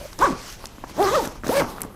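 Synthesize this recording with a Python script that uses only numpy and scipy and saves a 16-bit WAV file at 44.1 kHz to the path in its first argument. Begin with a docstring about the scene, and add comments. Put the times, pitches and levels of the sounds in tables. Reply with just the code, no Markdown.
"""A small workshop room: a coil zipper on a nylon backpack is pulled in three short strokes and one faint nudge.
The slider buzzes over the teeth as a stack of overtones whose pitch follows the hand; the cloth rustles as
crackling coloured noise and thumps as ringing clusters that knock the bag. The metal pull tab ticks as short
noise bursts, feedback delays give the room, and room tone and a low rumble lie under everything."""
import sys
import numpy as np
from scipy import signal
from scipy.io import wavfile

SR = 44100
rng = np.random.default_rng(int(sys.argv[2]) if len(sys.argv) > 2 else 0)


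def convert_level_to_amplitude(level_db):
    """Map a level in decibels to its linear amplitude factor."""
    exponent = np.asarray(level_db, float) / 20
    return 10 ** exponent


def unload_wav(signal):
    """Save mono or channel-first audio to the path in sys.argv[1] as 16-bit WAV at rate SR, clipped to [-1, 1]."""
    wavfile.write(
        sys.argv[1],
        SR,
        np.round(np.clip(np.atleast_2d(signal).T, -1, 1) * 32767).astype(np.int16),
    )


N = 85995  # length in samples


def rms_one(x):
    """Scale to rms 1."""
    return x / np.sqrt(np.mean(x ** 2) + 1e-20)


def in_time(rows):
    """Glide through the columns of a timed table: one value per sample for each column."""
    s, *columns = np.transpose(rows)
    return [np.interp(np.arange(N) / SR, s, column) for column in columns]


def drift(rate_hz):
    """Slow random wander of rms 1: noise through two equal one-pole low-passes."""
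    pole = np.exp(-2 * np.pi * rate_hz / SR)
    noise = rng.standard_normal(N + SR)
    settled = signal.lfilter([1], [1, -2 * pole, pole * pole], noise)[SR:]
    return rms_one(settled)


def band_pass(x, low_hz, high_hz, order=2):
    """Butterworth band-pass."""
    return signal.sosfilt(signal.butter(order, [low_hz, high_hz], "band", fs=SR, output="sos"), x)


def coloured(noises, spectrum, patchy_db):
    """Third-octave bands of two noises in turn, each with its level and a flicker; rms 1 in sum."""
    hz, db = np.transpose(spectrum)
    out, edges = 0, 16 * 2 ** (np.arange(31) / 3)
    flicker = [drift(9.5) for _ in range(6)]
    for k, (low, high) in enumerate(zip(edges, edges[1:])):
        level = np.interp(np.log(low * high) / 2, np.log(hz), db)
        if level > -70:  # skip inaudible bands
            band = band_pass(noises[k % 2], low, high)
            out = out + convert_level_to_amplitude(level + patchy_db * flicker[k % 6]) * band
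    return rms_one(out)


def ring(clicks, hz, t60_s):
    """Resonator: a unit click sets a decaying sine of height 1 ringing."""
    r, w = convert_level_to_amplitude(-60 / (t60_s * SR)), 2 * np.pi * hz / SR
    return signal.lfilter([0, np.sin(w)], [1, -2 * r * np.cos(w), r * r], clicks + 1e-18)


# colour of the room tone: f/Hz, relative level/dB per Hz
AIR_SPECTRUM = [(53, -20), (90, 13), (786, -7), (977, -22.5), (2710, -12), (6030, -43), (12600, -32),
                (16000, -33)]
# swell of the deep rumble: t/s, level/dB
RUMBLE_LEVEL = [(0.0, -34), (0.054, -48), (0.254, -36.5), (0.396, -48), (1.574, -40.5), (1.95, -48.5)]
AIR_DB, RUMBLE_TOP_HZ = -48.5, 100
FADING_HZ, FADING_WIDTH_HZ, FADING_DB, FADING_END_S = 582, 39, -39, 0.069


def background():
    """Room tone, a wavering deep rumble, and a faint narrow-band noise tone that ends early."""
    air = convert_level_to_amplitude(AIR_DB) * coloured(rng.standard_normal((2, N)), AIR_SPECTRUM, patchy_db=1.5)
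    rumble = rms_one(band_pass(drift(44), 18, RUMBLE_TOP_HZ))
    rumble_db, = in_time(RUMBLE_LEVEL)
    tone = rms_one(ring(rng.standard_normal(N), FADING_HZ, 2.2 / FADING_WIDTH_HZ))
    fade_out = np.clip((FADING_END_S - np.arange(N) / SR) / 0.011, 0, 1)
    return air + convert_level_to_amplitude(rumble_db) * rumble + convert_level_to_amplitude(FADING_DB) * tone * fade_out


# cloth rustle: t/s, hiss level/dB, top octave relative to the hiss level/dB, body of the bag level/dB
RUSTLE_MOVES = [(0, -44.5, -7, -49), (.178, -55.5, 0.5, -62), (.194, -36, -11.5, -32.5),
                (.24, -33.5, -13, -32), (.345, -42.5, -11, -37), (.532, -40.5, -10, -77),
                (.574, -49.5, -11, -56), (.646, -46, -8, -48.5), (.672, -53, -9, -54), (.86, -52, -8, -63),
                (.9, -44, -7.5, -49.5), (.93, -50.5, -10, -55.5), (.976, -42.5, -8, -36),
                (1.02, -34.5, -8.5, -34.5), (1.14, -32, -12.5, -35.5), (1.259, -38, -2, -39),
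                (1.268, -44, -10, -37.5), (1.428, -58.5, -4.5, -60), (1.447, -41.5, -10, -41),
                (1.514, -37, 0, -36), (1.602, -31, -4, -29.5), (1.645, -46, -12, -31),
                (1.705, -44, -0.5, -36.5), (1.74, -49, -5, -41.5), (1.8, -51, -0.5, -39),
                (1.86, -55.5, -4, -41), (1.95, -62, 1, -48.5)]
# colour of the cloth hiss: f/Hz, relative level/dB per Hz
HISS_SPECTRUM = [(1290, -4), (3740, -6.5), (6700, -6), (7800, -17.5), (11000, -26), (18700, -120)]
# colour of the top octave of the cloth: f/Hz, relative level/dB per Hz
TOP_SPECTRUM = [(6500, -18.5), (11000, -5.5), (12600, -5.5), (14300, -7), (16000, -32)]
# colour of the body of the bag: f/Hz, relative level/dB per Hz
BODY_SPECTRUM = [(65, -52), (110, 1.5), (412, 1.5), (695, -2), (1110, -0.5), (1230, -7.5), (2500, -31.5),
                 (3250, -75)]
GRAINS_PER_S, GRAIN_SPREAD_DB = 3000, 3.3  # typical crackle rate, which wanders; spread of crackle sizes
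GRAIN_SHARE, BODY_GRAIN_SHARE = 0.35, 0.34  # power share of crackles in the hiss and in the body
TOOTH_GATE = 0.5  # depth to which the teeth pulse the hiss


def rustle(beat):
    """Nylon rubbing: noise mixed with dense crackles, pulsed by the teeth; the bag sounds below."""
    hiss_db, top_db, body_db = in_time(RUSTLE_MOVES)
    sizes = convert_level_to_amplitude(GRAIN_SPREAD_DB * np.minimum(rng.exponential(1, (2, N)), 5))
    sizes = sizes * rng.choice([-1, 1], (2, N))
    chance = GRAINS_PER_S * convert_level_to_amplitude(4.0 * drift(25)) / SR
    grains = rms_one(sizes * (rng.random((2, N)) < chance))
    white = rng.standard_normal((2, N))
    rub = np.sqrt(GRAIN_SHARE) * grains + np.sqrt(1 - GRAIN_SHARE) * white
    dull = np.sqrt(BODY_GRAIN_SHARE) * grains + np.sqrt(1 - BODY_GRAIN_SHARE) * white
    rub = rub * (1 + TOOTH_GATE * beat)
    hiss = coloured(rub, HISS_SPECTRUM, patchy_db=2.5)
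    hiss = hiss + convert_level_to_amplitude(top_db) * coloured(rub, TOP_SPECTRUM, patchy_db=3.0)
    body_gain = convert_level_to_amplitude(body_db + 1.5 * drift(45))
    return convert_level_to_amplitude(hiss_db) * hiss + body_gain * coloured(dull, BODY_SPECTRUM, patchy_db=2.0)


# cloth thumps: first touch t/s, peak level ahead of the band-pass/dB, pitch f/Hz, level of the bag's answer/dB
THUMP_HITS = [(0.129, -27.5, 1410, -68), (0.64, -21.5, 980, -49), (.782, -33, 1120, -39.5),
              (.838, -19, 826, -39), (.841, -22, 1210, -37.5), (.895, -32, 1050, -50),
              (1.239, -30, 1007, -34), (1.251, -22.5, 1310, -37), (1.272, -22, 870, -28),
              (1.356, -31.5, 1100, -49), (1.4345, -20.5, 1337, -33), (1.443, -22, 1250, -30),
              (1.4652, -20.5, 1450, -27.5), (1.477, -28, 1630, -29), (1.491, -17.5, 1380, -21),
              (1.6187, -9.5, 1040, -26.5), (1.643, -18, 1100, -41), (1.782, -21, 1320, -43),
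              (1.806, -25, 1860, -51), (1.819, -27, 2350, -40), (1.837, -23.5, 1120, -34.5),
              (1.848, -36, 900, -31.5)]
# modes of the bag: f/Hz, relative level/dB, t60/s
BAG_MODES = [(276, 16.5, 0.017), (476, 3.5, 0.019), (583, 4, 0.031)]
THUMP_CYCLES, CONTACT_S = 7.0, 0.001  # cycles to ring down by 60 dB; time from first touch to the blow
CRUMPLE_T60_S = 0.027  # decay of the cluster in each blow
BAG_CREST_DB = 10.5  # peak of the bag's answer over its level


def thumps():
    """Each thump is a short cluster that rings a few cycles at its pitch and knocks the bag."""
    length = 3000
    out = np.zeros(N)
    mode_spread_db = rng.normal(0, 1.5, (len(THUMP_HITS), len(BAG_MODES)))
    decay = convert_level_to_amplitude(-60 * np.arange(length) / SR / CRUMPLE_T60_S)
    clusters = rng.standard_normal((len(THUMP_HITS), length)) * decay * 0.065
    clusters[:, 0] = -1  # the first click leads the cluster
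    for (s, db, hz, bag_db), spread, blow in zip(THUMP_HITS, mode_spread_db, clusters):
        i = int((s + CONTACT_S) * SR)
        knock = ring(blow, hz, THUMP_CYCLES / hz)
        bag = sum(convert_level_to_amplitude(d + c) * ring(blow, f, t60) for (f, d, t60), c in zip(BAG_MODES, spread))
        out[i:i + length] += convert_level_to_amplitude(db) * knock / np.abs(knock).max()
        out[i:i + length] += convert_level_to_amplitude(bag_db + BAG_CREST_DB) * bag / np.abs(bag).max()
    return band_pass(out, 150, 2500)


# ticks of the metal pull tab: t/s, peak level/dB, pitch f/Hz
TAB_TICKS = [(0.1305, -30, 5230), (0.19, -18.5, 5950), (0.5259, -25, 5450), (0.6564, -18, 5540),
             (0.6693, -28.5, 6600), (1.027, -18, 3800), (1.0765, -25, 4200), (1.256, -22.5, 6500),
             (1.275, -21, 6360), (1.4694, -20.5, 6100), (1.481, -22, 6100), (1.806, -27, 13400),
             (1.8177, -9.5, 11100), (1.8219, -24.5, 10330), (1.833, -27, 6800)]
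TICK_T60_S, TICK_WIDTH, TICK_CRACK_DB = 0.008, 0.12, -11  # width: part of the pitch to either side


def ticks():
    """Each tick is a short dying noise burst around its pitch on a broad crack."""
    length = 1500
    out = np.zeros(N)
    decay = convert_level_to_amplitude(-60 * np.arange(length) / SR / TICK_T60_S)
    for (s, db, hz), white in zip(TAB_TICKS, rng.standard_normal((len(TAB_TICKS), length))):
        low_hz, high_hz = hz * (1 - TICK_WIDTH), min(hz * (1 + TICK_WIDTH), 0.45 * SR)
        pitched = rms_one(band_pass(white, low_hz, high_hz, order=1))
        burst = (pitched + convert_level_to_amplitude(TICK_CRACK_DB) * white) * decay
        i = int(s * SR)
        out[i:i + length] += convert_level_to_amplitude(db) * burst / np.abs(burst).max()
    return out


# slider strokes, one table each: t/s, tooth rate f/Hz, level of overtones 1, 2 and 3/dB (1 is the tooth rate)
SLIDER_STROKES = [
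    [(0.19, 263.9, -40, -53, -50), (0.206, 321.7, -30, -37, -29), (0.214, 384.5, -27, -29.5, -21),
     (0.226, 490, -31, -11.5, -21.5), (0.238, 547.7, -25, -13.5, -32), (0.25, 574.2, -23.5, -18.5, -27.5),
     (0.26, 502, -38, -17.5, -23), (0.274, 376.8, -26, -34, -24), (0.3, 260, -23, -41, -42),
     (0.32, 201, -32.5, -44, -52), (0.338, 157, -20, -36, -57)],
    [(0.898, 80, -44, -70, -70), (0.94, 431, -46, -65, -70)],
    [(0.97, 229.8, -33.5, -41, -33), (0.996, 320.2, -24, -19.5, -32), (1.02, 421.9, -18.5, -21.5, -31.5),
     (1.064, 378.1, -22.5, -26.5, -24.5), (1.09, 404.1, -30, -39, -22.5), (1.114, 440.6, -35, -39, -38),
     (1.144, 589.3, -19, -22.5, -33), (1.156, 644.4, -22.5, -17.5, -39), (1.182, 503, -17.5, -32, -35),
     (1.2, 437, -31, -22.5, -41), (1.245, 214, -29, -62, -57)],
    [(1.485, 137, -40, -44, -51), (1.493, 192, -47, -15.5, -29), (1.503, 259.1, -33, -24, -51),
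     (1.525, 419.6, -38, -25, -50), (1.535, 489.6, -21.5, -25, -42), (1.551, 578.2, -25.5, -36, -37),
     (1.567, 547.2, -16, -30.5, -29.5), (1.591, 579, -20.5, -37, -33.5), (1.607, 497, -22, -26.5, -30),
     (1.621, 294.3, -19.5, -25, -31.5), (1.64, 200, -21, -25, -40)],
]
# overtone 4 relative to overtone 3, one for each stroke: level/dB
UPPER_LEVEL = [-15, -20, -10, -3]
# noisy power share of overtones 1, 2, 3 and the upper ones, squared in use [0 to 1]
ROUGHNESS = [.2, .15, .4, .5]
UPPER_FALL_DB = 5.5  # loss for each overtone above the fourth
SLOW_ROUGH_HZ = 340  # below this rate the teeth catch unevenly
TOOTH_JITTER, TOOTH_FLUTTER_DB = 0.014, 1.2  # rms wander of the rate (share of it) and of each level
FADE_S = 0.015  # at both ends of a stroke


def zipper():
    """Overtones of the uneven tooth rate, each partly smeared into noise; also the beat of the teeth."""
    t, out, beat = np.arange(N) / SR, 0, 0
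    wobble = drift(70)
    smear = [drift(120) + 1j * drift(120) for _ in range(8)]
    flutter = [drift(50) for _ in range(8)]
    for rows, upper_db in zip(SLIDER_STROKES, UPPER_LEVEL):
        hz, *levels = in_time(rows)
        on = np.clip(np.minimum(t - rows[0][0], rows[-1][0] - t) / FADE_S, 0, 1)
        levels += [levels[2] + upper_db - UPPER_FALL_DB * k for k in range(5)]
        phase = 2 * np.pi * np.cumsum(hz * (1 + TOOTH_JITTER * wobble)) / SR
        slow = np.maximum(SLOW_ROUGH_HZ / hz, 1) ** 6
        for k, db in enumerate(levels):
            rough = np.clip(ROUGHNESS[min(k, 3)] ** 2 * slow, 0, 0.55)
            steady_and_smeared = np.sqrt(2 - 2 * rough) + np.sqrt(rough) * smear[k]
            # the phase offset grows with the square of the order, which spreads the pulse
            line = steady_and_smeared * np.exp(1j * ((k + 1) * phase + 0.44 * k * k))
            out = out - on * convert_level_to_amplitude(db + TOOTH_FLUTTER_DB * flutter[k]) * line.real
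        beat = beat + on * np.cos(phase)
    return out, beat


# resonances of the hollow of the bag: f/Hz
POCKET_MODES = [1090, 1140, 930]
POCKET_T60_S, POCKET_DB = 0.35, -61  # decay; gain on the resonators


def pocket(teeth):
    """The hollow of the bag rings on after the teeth: long resonators driven by the buzz."""
    return convert_level_to_amplitude(POCKET_DB) * sum(ring(teeth, hz, POCKET_T60_S) for hz in POCKET_MODES)


ROOM_T60_S, ROOM_DB, WALL_CUT_HZ = 0.29, -18.5, 4000  # decay of the lows, gain, low-pass on every round


def room(x):
    """Ten feedback delays of alternating sign, duller on every round."""
    out, dull = np.zeros(N), np.exp(-2 * np.pi * WALL_CUT_HZ / SR)
    for k, lag in enumerate((rng.uniform(0.015, 0.045, 10) * SR).astype(int)):
        loop, gain, state = x.copy(), convert_level_to_amplitude(-60 * lag / SR / ROOM_T60_S), [0.]
        for i in range(lag, N, lag):
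            back, state = signal.lfilter([gain * (1 - dull)], [1, -dull], loop[i - lag:i], zi=state)
            loop[i:i + lag] += back[:N - i]
        out += (loop - x) * (-1) ** k  # echoes only
    return out


def scene():
    """Zipper, pocket, thumps and ticks with their room, then rustle and background."""
    teeth, beat = zipper()
    near = teeth + pocket(teeth) + thumps() + ticks()
    mix = near + convert_level_to_amplitude(ROOM_DB) * room(near) + rustle(beat) + background()
    return mix[None]  # one channel


def top_cut(x):
    """Nothing passes above about 17 kHz."""
    return signal.sosfilt(signal.butter(12, 16990, fs=SR, output="sos"), x)


def record(dry):
    """A steep low-pass cuts the top: 50 dB down from 16.3 kHz."""
    low_pass = signal.cheby2(10, 50, 16300, fs=SR, output="sos")
    mix = signal.sosfilt(low_pass, dry)
    return top_cut(mix)


dry = scene()
out = record(dry)
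unload_wav(out)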